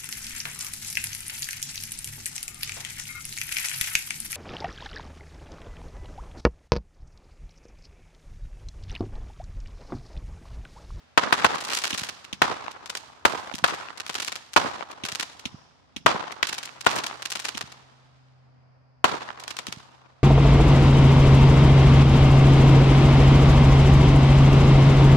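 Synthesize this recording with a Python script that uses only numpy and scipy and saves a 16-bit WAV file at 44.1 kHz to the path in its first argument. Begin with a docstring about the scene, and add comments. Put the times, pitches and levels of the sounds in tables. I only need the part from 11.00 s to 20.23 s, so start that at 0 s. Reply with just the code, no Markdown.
"""A fireworks cake on an open field at dusk: shells burst overhead with short blast waves, and their
stars pop in volleys of tiny, sharper blasts. Snaps, thumps and spits of gas come from the launch tubes.
Tree lines answer every report with grainy scatter; bursts and thumps also get distinct echoes.
Behind them lie shaped noise for air, engine drone and insects, and two sine tones for the engine hum.
Two microphones stand far apart, so reports reach the right one a few ms late; the bursts overload them."""
import sys
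import numpy as np
from scipy import signal
from scipy.fft import rfft, irfft, next_fast_len
from scipy.io import wavfile
from scipy.ndimage import uniform_filter1d, map_coordinates

SR = 44100
rng = np.random.default_rng(int(sys.argv[2]) if len(sys.argv) > 2 else 0)


def materialize(psi):
    """Save the field psi as 16-bit PCM at rate SR to the path in sys.argv[1].

    A 1-D psi becomes a single channel; in a 2-D psi each row is a channel.
    """
    bounded = np.clip(np.atleast_2d(psi).T, -1, 1)
    quanta = np.round(bounded * 32767).astype(np.int16)
    wavfile.write(sys.argv[1], SR, quanta)


N = 407043


def amp(db):
    """Turn decibels into a factor on sound pressure."""
    return 10 ** (np.asarray(db) / 20)


def unit(x):
    """Scale a sound to an average (RMS) strength of 1."""
    return x / np.sqrt(np.mean(x ** 2) + 1e-20)


def along(points, hz):
    """Read a curve of (Hz, value) points on a log frequency axis."""
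    point_hz, values = np.transpose(points)
    return np.interp(np.log(hz + 1), np.log(point_hz), values)


def wobble(rate):
    """A smooth random curve with rate random knots a second."""
    knots = rng.standard_normal(int(N * rate / SR) + 4)
    return map_coordinates(knots, [np.arange(N) * rate / SR])


def filtered(x, response):
    """Shape a sound by a complex response of frequency."""
    length = x.shape[-1]
    padded = next_fast_len(length + SR // 10)
    spectrum = rfft(x, padded) * response(np.fft.rfftfreq(padded, 1 / SR))
    return irfft(spectrum, padded)[..., :length]


def resonance(f, hz, width_hz):
    """Favour a band around hz, ringing only after the sound arrives."""
    return 1j * f * width_hz / (hz * hz - f * f + 1j * f * width_hz)


def dull(f, edge_hz):
    """Take away treble above the edge: a causal two-pole low-pass."""
    return 1 / (1 + 1j * np.sqrt(2) * f / edge_hz - (f / edge_hz) ** 2)


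def bass_cut(f, edge_hz):
    """Take away bass below the edge: a causal two-pole high-pass."""
    return -(f / edge_hz) ** 2 * dull(f, edge_hz)


def delayed(f, seconds):
    """Delay a sound: each frequency turns its phase in step with its pitch."""
    return np.exp(-2j * np.pi * f * seconds)


def add(out, s, x):
    """Mix x into out at time s (seconds)."""
    i = int(np.clip(round(s * SR), 0, N - 1))
    out[:, i:i + x.shape[1]] += x[:, :N - i]


# Colour of the still air: freq_hz, relative level_db (per Hz)
AIR_COLOUR = [(15, -44.5), (25, -29.5), (75, -35), (131, -34), (154, -5.5), (186, -21), (250, -7),
              (335, -22), (573, -14.5), (811, -15.5), (2430, -28.5), (4040, -44), (4870, -53.5),
              (5880, -50.5), (15000, -73)]
# The far engine's hum over time: time_s, level_db
ENGINE_HUM = [(0, -78), (4.802, -73.5), (5.9, -62.5), (6.898, -60), (7.4, -58.5), (8, -61.5), (9.23, -65)]


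def evening(air_db=-65, drone_db=-67, insect_db=-80, whine_db=-79):
    """Still air, a far engine's hum, drone and faint whine, and a thin band of insect song."""
    def noise(response):
        return unit(filtered(rng.standard_normal((2, N)), response))

    air = amp(air_db + 0.77 * wobble(3)) * noise(lambda f: amp(along(AIR_COLOUR, f)))
    drone = amp(drone_db) * noise(lambda f: resonance(f, 81, 42) ** 2)
    whine = amp(whine_db) * noise(lambda f: resonance(f, 790, 20) ** 2)
    insects = amp(insect_db) * noise(lambda f: resonance(f, 4850, 1000) ** 2)

    # the hum wanders around 129 Hz; its phase differs by 0.8 radians between the microphones
    hum_hz = 129 + .7 * wobble(2)
    phase = 2 * np.pi * np.cumsum(hum_hz) / SR + np.array([[0], [.8]])
    hum = np.sqrt(2) * (np.sin(phase) + amp(-21) * np.sin(2 * phase))
    hum_db = np.interp(np.arange(N) / SR, *np.transpose(ENGINE_HUM)) + wobble(2.0)
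    return air + drone + whine + insects + amp(hum_db) * hum


def earlier_volley(wash_db=-61, fade_db_per_s=25):
    """The scatter of an earlier volley, a wash of noise, is still dying away at the start."""
    noise = rng.standard_normal((2, N))
    wash = unit(filtered(noise, lambda f: resonance(f, 1300, 3000) * dull(f, 5500)))
    return wash * amp(wash_db - fade_db_per_s * np.arange(N) / SR)


def blast(hz, width_hz, edge_hz, size=2048):
    """A pressure pulse of peak 1: a steep front, a suction phase and a small rebound."""
    f = np.fft.rfftfreq(size, 1 / SR)
    pulse = irfft(resonance(f, hz, width_hz) * dull(f, edge_hz))
    return pulse / pulse.max()


# Surfaces beside each microphone that return a copy of the sound: typical delay_ms, share (of pressure)
SURFACES_LEFT = [(2.1, .35), (2.65, .55), (4.7, .16)]
SURFACES_RIGHT = [(.7, 0.26), (3.5, .15)]


def at_microphones(pulse, lag_ms, edge_hz):
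    """Each microphone gets the pulse and duller copies from nearby surfaces, which shift with its direction."""
    def paths(f, surfaces):
        copies = sum(share * delayed(f, delay_ms * rng.normal(1, .025) / 1000)
                     for delay_ms, share in surfaces)
        return 1 + copies / (1 + 1j * f / edge_hz)

    def both(f):
        left = paths(f, SURFACES_LEFT)
        right = paths(f, SURFACES_RIGHT) * delayed(f, lag_ms / 1000)
        return np.array([left, right])

    return filtered(pulse, both)


def grainy(shape, spread):
    """Unit noise in which a few samples stand out, as echoes of single trunks and walls do."""
    sizes = np.exp(spread * np.minimum(rng.standard_normal(shape), 2))
    return unit(rng.standard_normal(shape) * sizes)


# Fading of sound scattered by grass and trees: delay_s, level_db (of the report's energy per second)
SCATTER_FADE = [(0, 16), (.006, 10), (.013, 5), (.03, -4), (.05, -1), (.075, -5.5), (.1, -4.5),
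                (.15, -11.5), (.22, -12), (.3, -21), (.5, -22.5), (1, -31), (1.8, -57.5)]
# Colour of that scatter, added to its fading: freq_hz, relative level_db
SCATTER_TINT = [(50, 12.5), (130, 5), (220, 2), (400, 2), (700, 0), (1000, 3), (1450, 0), (2200, -2),
                (4000, 1.5), (7000, 0), (14000, -5.5)]


def field(air_db=1.5, clump_db=4, right_db=3, grain=0.85):
    """A fresh stereo answer of the field: clumps of small echoes that lose treble with distance."""
    hz, t, grains = signal.stft(grainy((2, 2 * SR), grain), SR, nperseg=128)
    clumps = unit(uniform_filter1d(rng.standard_normal((2, 1, len(t))), size=5))
    level_db = np.interp(t, *np.transpose(SCATTER_FADE)) + clump_db * clumps
    # the air takes air_db per kHz and second of travel
    level_db = level_db - air_db * np.outer(hz / 1000, t)
    tint_db = along(SCATTER_TINT, hz)[:, None]
    tail = signal.istft(grains * amp(level_db + tint_db), SR, nperseg=128)[1]

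    t = np.arange(tail.shape[1]) / SR
    fade_in = 1 - np.exp(-t / 0.00014)
    # the early scatter is stronger on the right
    balance = amp(np.outer([-.5, .5], right_db * np.exp(-t / .1)))
    return tail * fade_in * balance / np.sqrt(SR)


def scattered(x):
    """The field's answer to a mono sound."""
    return signal.fftconvolve(np.atleast_2d(x), field(), axes=1)


# Shell bursts: start_s, level_db (peak of the plain blast), lag_ms (of the right microphone), pitch_hz,
# treble_edge_hz, scatter_db, echoes_db, burn_s (mean for its small stars), burn_spread_s (either way),
# small_stars (how many)
SHELLS = [(0.1757, 11.5, 3.07, 1000, 6500, -2, -2.5, 0.5, 0.11, 10),
          (0.3254, 9.5, 3.18, 1250, 9500, 1, -1.5, 0.47, 0.1, 13),
          (0.4454, 12.5, 3.8, 1050, 7560, -1.5, -5, .53, .13, 13),
          (1.4183, 9.5, 3.15, 1000, 7560, 1.5, 0, 0.45, 0.05, 2),
          (2.252, 13, 3.23, 993, 12000, -3, -4.5, 0.4, 0.11, 6),
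          (2.6403, 6.5, 3.9, 1190, 8750, 2.5, 0, .53, .125, 12),
          (3.5628, 12, 3.42, 950, 8500, 0.5, -1.5, .525, .04, 2),
          (5.062, 12, 4.33, 950, 6000, -1, -5, .46, .06, 5),
          (5.4287, 4.5, 3.04, 2000, 7500, -3, 1, 0.49, 0.073, 13),
          (5.8653, 11.5, 4.2, 1050, 7000, 0, -4, .53, 0.1, 12),
          (8.0426, 12, 3.04, 980, 7500, -0.5, -2.5, .445, 0.019, 2)]
# Distinct echoes of a burst: left_delay_s, right_delay_s, level_db, treble_edge_hz, smear_s;
# the delays and levels are typical ones that vary from burst to burst
TREE_ECHOES = [(.085, .083, -4, 250, .003), (.098, .096, -20, 2000, .005), (.1, .098, -8, 260, .004),
               (.18, .176, -33, 2500, .003), (.246, .263, -24.5, 3500, .0015),
               (.333, .345, -32, 1800, .007)]
# shells burst in different places: scatter of an echo's delay (share) and level
ECHO_SHIFT, ECHO_SPREAD_DB = 0.0024, 1.5


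def bursts(width=0.89, low_hz=105, smeared=1.1):
    """Each shell gives one blast wave, then scatter and echoes from the tree lines."""
    out, t = np.zeros((2, N)), np.arange(SR // 25) / SR
    for s, db, lag_ms, hz, treble_hz, scatter_db, echoes_db, *_ in SHELLS:
        pulse = amp(db) * blast(hz, width * hz, treble_hz)
        direct = filtered(pulse, lambda f: bass_cut(f, low_hz))
        add(out, s, at_microphones(direct, lag_ms, edge_hz=6000))
        add(out, s + .003, amp(scatter_db) * scattered(pulse))
        for left_s, right_s, echo_db, edge_hz, smear_s in TREE_ECHOES:
            for side, delay in zip(np.eye(2), (left_s, right_s)):
                # a clean reflection, trailed by those from deeper in the trees
                smear = rng.standard_normal(len(t)) * t * np.exp(-2 * t / smear_s)
                paths = (t == 0) + smeared * smear / np.linalg.norm(smear)
                echo = signal.fftconvolve(pulse, paths)
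                echo = filtered(echo, lambda f: dull(f, edge_hz) * bass_cut(f, low_hz))
                shift, level = rng.standard_normal(2)
                gain = amp(echo_db + echoes_db + ECHO_SPREAD_DB * level)
                add(out, s + delay * (1 + ECHO_SHIFT * shift), gain * np.outer(side, echo))
    return out


# level of a small star and its scatter, on the same scale as the listed cracks
SMALL_STAR_DB, SMALL_STAR_SPREAD_DB = -13.5, 5
LAG_SPREAD_MS = 2  # stars fly apart, so their lags scatter around the shell's


def volleys(count=16):
    """Each burst lights small stars, which burn about half a second and pop: rows start_s, level_db, lag_ms."""
    rows = []
    for s, _, lag_ms, *_, burn_s, spread_s, number in SHELLS:
        turn = rng.random(count)
        level, place = rng.standard_normal((2, count))
        n = int(np.clip(round(number), 1, count))
        # one star at a random moment in each of n equal slots, from -1 (early) to 1 (late)
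        early_late = 2 * (np.arange(n) + turn[:n]) / n - 1
        rows += zip(s + burn_s + spread_s * early_late,
                    SMALL_STAR_DB + SMALL_STAR_SPREAD_DB * level[:n],
                    lag_ms + LAG_SPREAD_MS * place[:n])
    return rows


# The loudest and the lone star cracks: start_s, level_db (before star_db), lag_ms (of the right microphone)
STAR_CRACKS = [(.552, -14.5, 2.3), (.623, -18, 1.5), (.6494, -10, 1.5), (.7225, -13.5, 1.8),
               (.733, -2.5, 1.7), (.746, -12.5, 3.2), (.7492, -4, 2.3), (.7716, -2.5, 2.3),
               (.787, -6.5, 2.2), (.8385, -3.5, .9), (.9082, -16, 2.7), (.9462, -7, 1.7), (.9772, -6, 4.3),
               (1.0343, -7, 3.3), (1.089, -8, 3.9), (1.2451, -19.5, 4.9), (1.714, -19, 3.5),
               (1.8986, -8.5, 2.2), (1.9514, -7, 2), (1.9713, -9.5, 3.2), (2.9753, -16, 4),
               (3.0002, -8, 5.3), (3.095, -7, 3.9), (3.1523, -4.5, 2.4), (3.2001, -5, 3.5),
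               (3.221, -9.5, 3.4), (3.2799, -5.5, 4.1), (3.3202, -8, 5.3), (3.3563, -8.5, 5.5),
               (3.5342, -11, 5.1), (3.9125, -20, 3.8), (4.0514, -7, 1.9), (4.0863, -8, 1.8),
               (4.1192, -8, 4.2), (4.1503, -4.5, 6.5), (4.1971, -4.5, 2.2), (4.209, -6, .6),
               (4.2271, -6, 3.7), (4.3948, -20, 2.7), (5.3197, -13.5, 4), (5.4926, -9, 3.1),
               (5.5283, -5.5, 2.6), (5.5825, -8.5, 4.6), (5.6303, -10, 4.5), (5.6552, -12.5, 3.1),
               (5.809, -12.5, 3.7), (5.9859, -6.5, 3), (6.0378, -6, 3.6), (6.0655, -5, 3),
               (6.2223, -9.5, 5.1), (6.2549, -5.5, 3.8), (6.3195, -4, 5.2), (6.354, -6, 3.5),
               (6.451, -3.5, 3.8), (6.4863, -4.5, 4.6), (6.5741, -7, 4.3), (6.61, -6.5, 4.3),
               (6.7204, -20.5, 4), (8.3993, -17, 3.6), (8.4375, -15.5, 2.3), (8.5084, -11.5, 1.8),
               (8.5677, -11.5, 1.9), (8.5887, -7, .9), (8.668, -9, 1.6), (8.7248, -8, 2.3)]


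def stars(star_db=-1, scatter_db=-0.5, faint_db=-24, count=5):
    """Every star pops with a tiny sharp blast; a fainter one goes off close to it in time."""
    out, groups = np.zeros((2, N)), np.zeros((count, 1, N))
    pops = list(STAR_CRACKS) + volleys()
    chance = rng.standard_normal((len(pops), 4))
    for k, ((s, db, lag_ms), (size, offset, level, place)) in enumerate(zip(pops, chance)):
        # louder stars are bigger and so deeper
        hz = 2600 * np.exp(.38 * size - .02 * (db + 10))
        pulse = amp(db + star_db) * blast(hz, 2.2 * hz, edge_hz=7630)
        # the main pop is a little stronger on the right
        add(out, s, amp([[-.6], [.6]]) * at_microphones(pulse, lag_ms, edge_hz=24000))
        faint = at_microphones(pulse, abs(lag_ms + place), edge_hz=7000)
        add(out, s + 0.016 * offset, amp(faint_db + 2 * level) * faint)
        add(groups[k % count], s + 0.003, pulse[None])
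    # pops take turns among five groups, each with a fresh random scatter tail
    return out + amp(scatter_db) * sum(scattered(group)[:, :N] for group in groups)


# Lift charges in the tubes: start_s, thump_db, snap_db (at the muzzle)
LIFT_CHARGES = [(.929, -27.5, -13), (1.3288, -29, -13.5), (2.539, -27.5, -18.5), (4.037, -31, -15),
                (4.4552, -27, -12), (4.964, -29, -15.5), (6.549, -32, -19.5), (8.682, -30, -23.5)]


def lifts(left_echo_db=-6, right_echo_db=0, scatter_db=-8, gas_db=-21):
    """A double snap and a spit of gas at the muzzle, the tube's short thump, and its deeper echo from the trees."""
    out, t = np.zeros((2, N)), np.arange(SR // 2) / SR
    # the ground repeats the snap almost at once
    snap = filtered(blast(3000, 3000, edge_hz=5200), lambda f: 1 + .85 * delayed(f, .00032))
    thump = -filtered(blast(180, 220, edge_hz=380), lambda f: resonance(f, 165, 300))
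    thump = thump / np.abs(thump).max()
    echo = filtered(thump, lambda f: dull(f, 190))
    echo_sides = amp([left_echo_db, right_echo_db])
    gas_swell = (t / 0.015) * np.exp(1 - t / 0.0079)
    fuse_swell = (t / .08) * np.exp(1 - t / .08)
    for s, thump_db, snap_db in LIFT_CHARGES:
        gas = rng.standard_normal((2, len(t)))
        gas = unit(filtered(gas, lambda f: resonance(f, 3200, 3500) * dull(f, 6300)))
        fuse = rng.standard_normal((2, len(t)))
        fuse = unit(filtered(fuse, lambda f: resonance(f, 5250, 1400) ** 2))
        muzzle = amp(thump_db) * thump + amp(snap_db) * snap
        # left first, then the right 3.6 ms later
        add(out, s, np.outer([1, 0], muzzle))
        add(out, s + .0036, np.outer([0, 1.1], muzzle))
        add(out, s - .002, amp(snap_db + gas_db) * gas * gas_swell)
        # the fuse hisses faintly while the shell climbs
        add(out, s, amp(snap_db - 49) * fuse * fuse_swell)
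        add(out, s + .087, np.outer(echo_sides, amp(thump_db) * echo))
        add(out, s, amp(scatter_db) * scattered(muzzle))
    return out


def scene():
    """The fireworks, slightly stronger on the right, over the evening and the earlier volley's wash."""
    fireworks = bursts() + stars() + lifts()
    return fireworks * amp([[-.4], [.4]]) + evening() + earlier_volley()


TOP_HZ = 16000  # band limit


def record(dry, low_hz=48, soft_hz=12500):
    """The inputs clip near full scale; then deep bass is cut, the treble softened and the top cut off."""
    clipped = dry / (1 + np.abs(dry / .97) ** 8) ** (1 / 8)

    def response(f):
        top_cut = 1 / (1 + (f / TOP_HZ) ** 80)
        return bass_cut(f, low_hz) * np.abs(dull(f, soft_hz)) * top_cut

    return filtered(clipped, response)


dry = scene()
out = record(dry)
materialize(out)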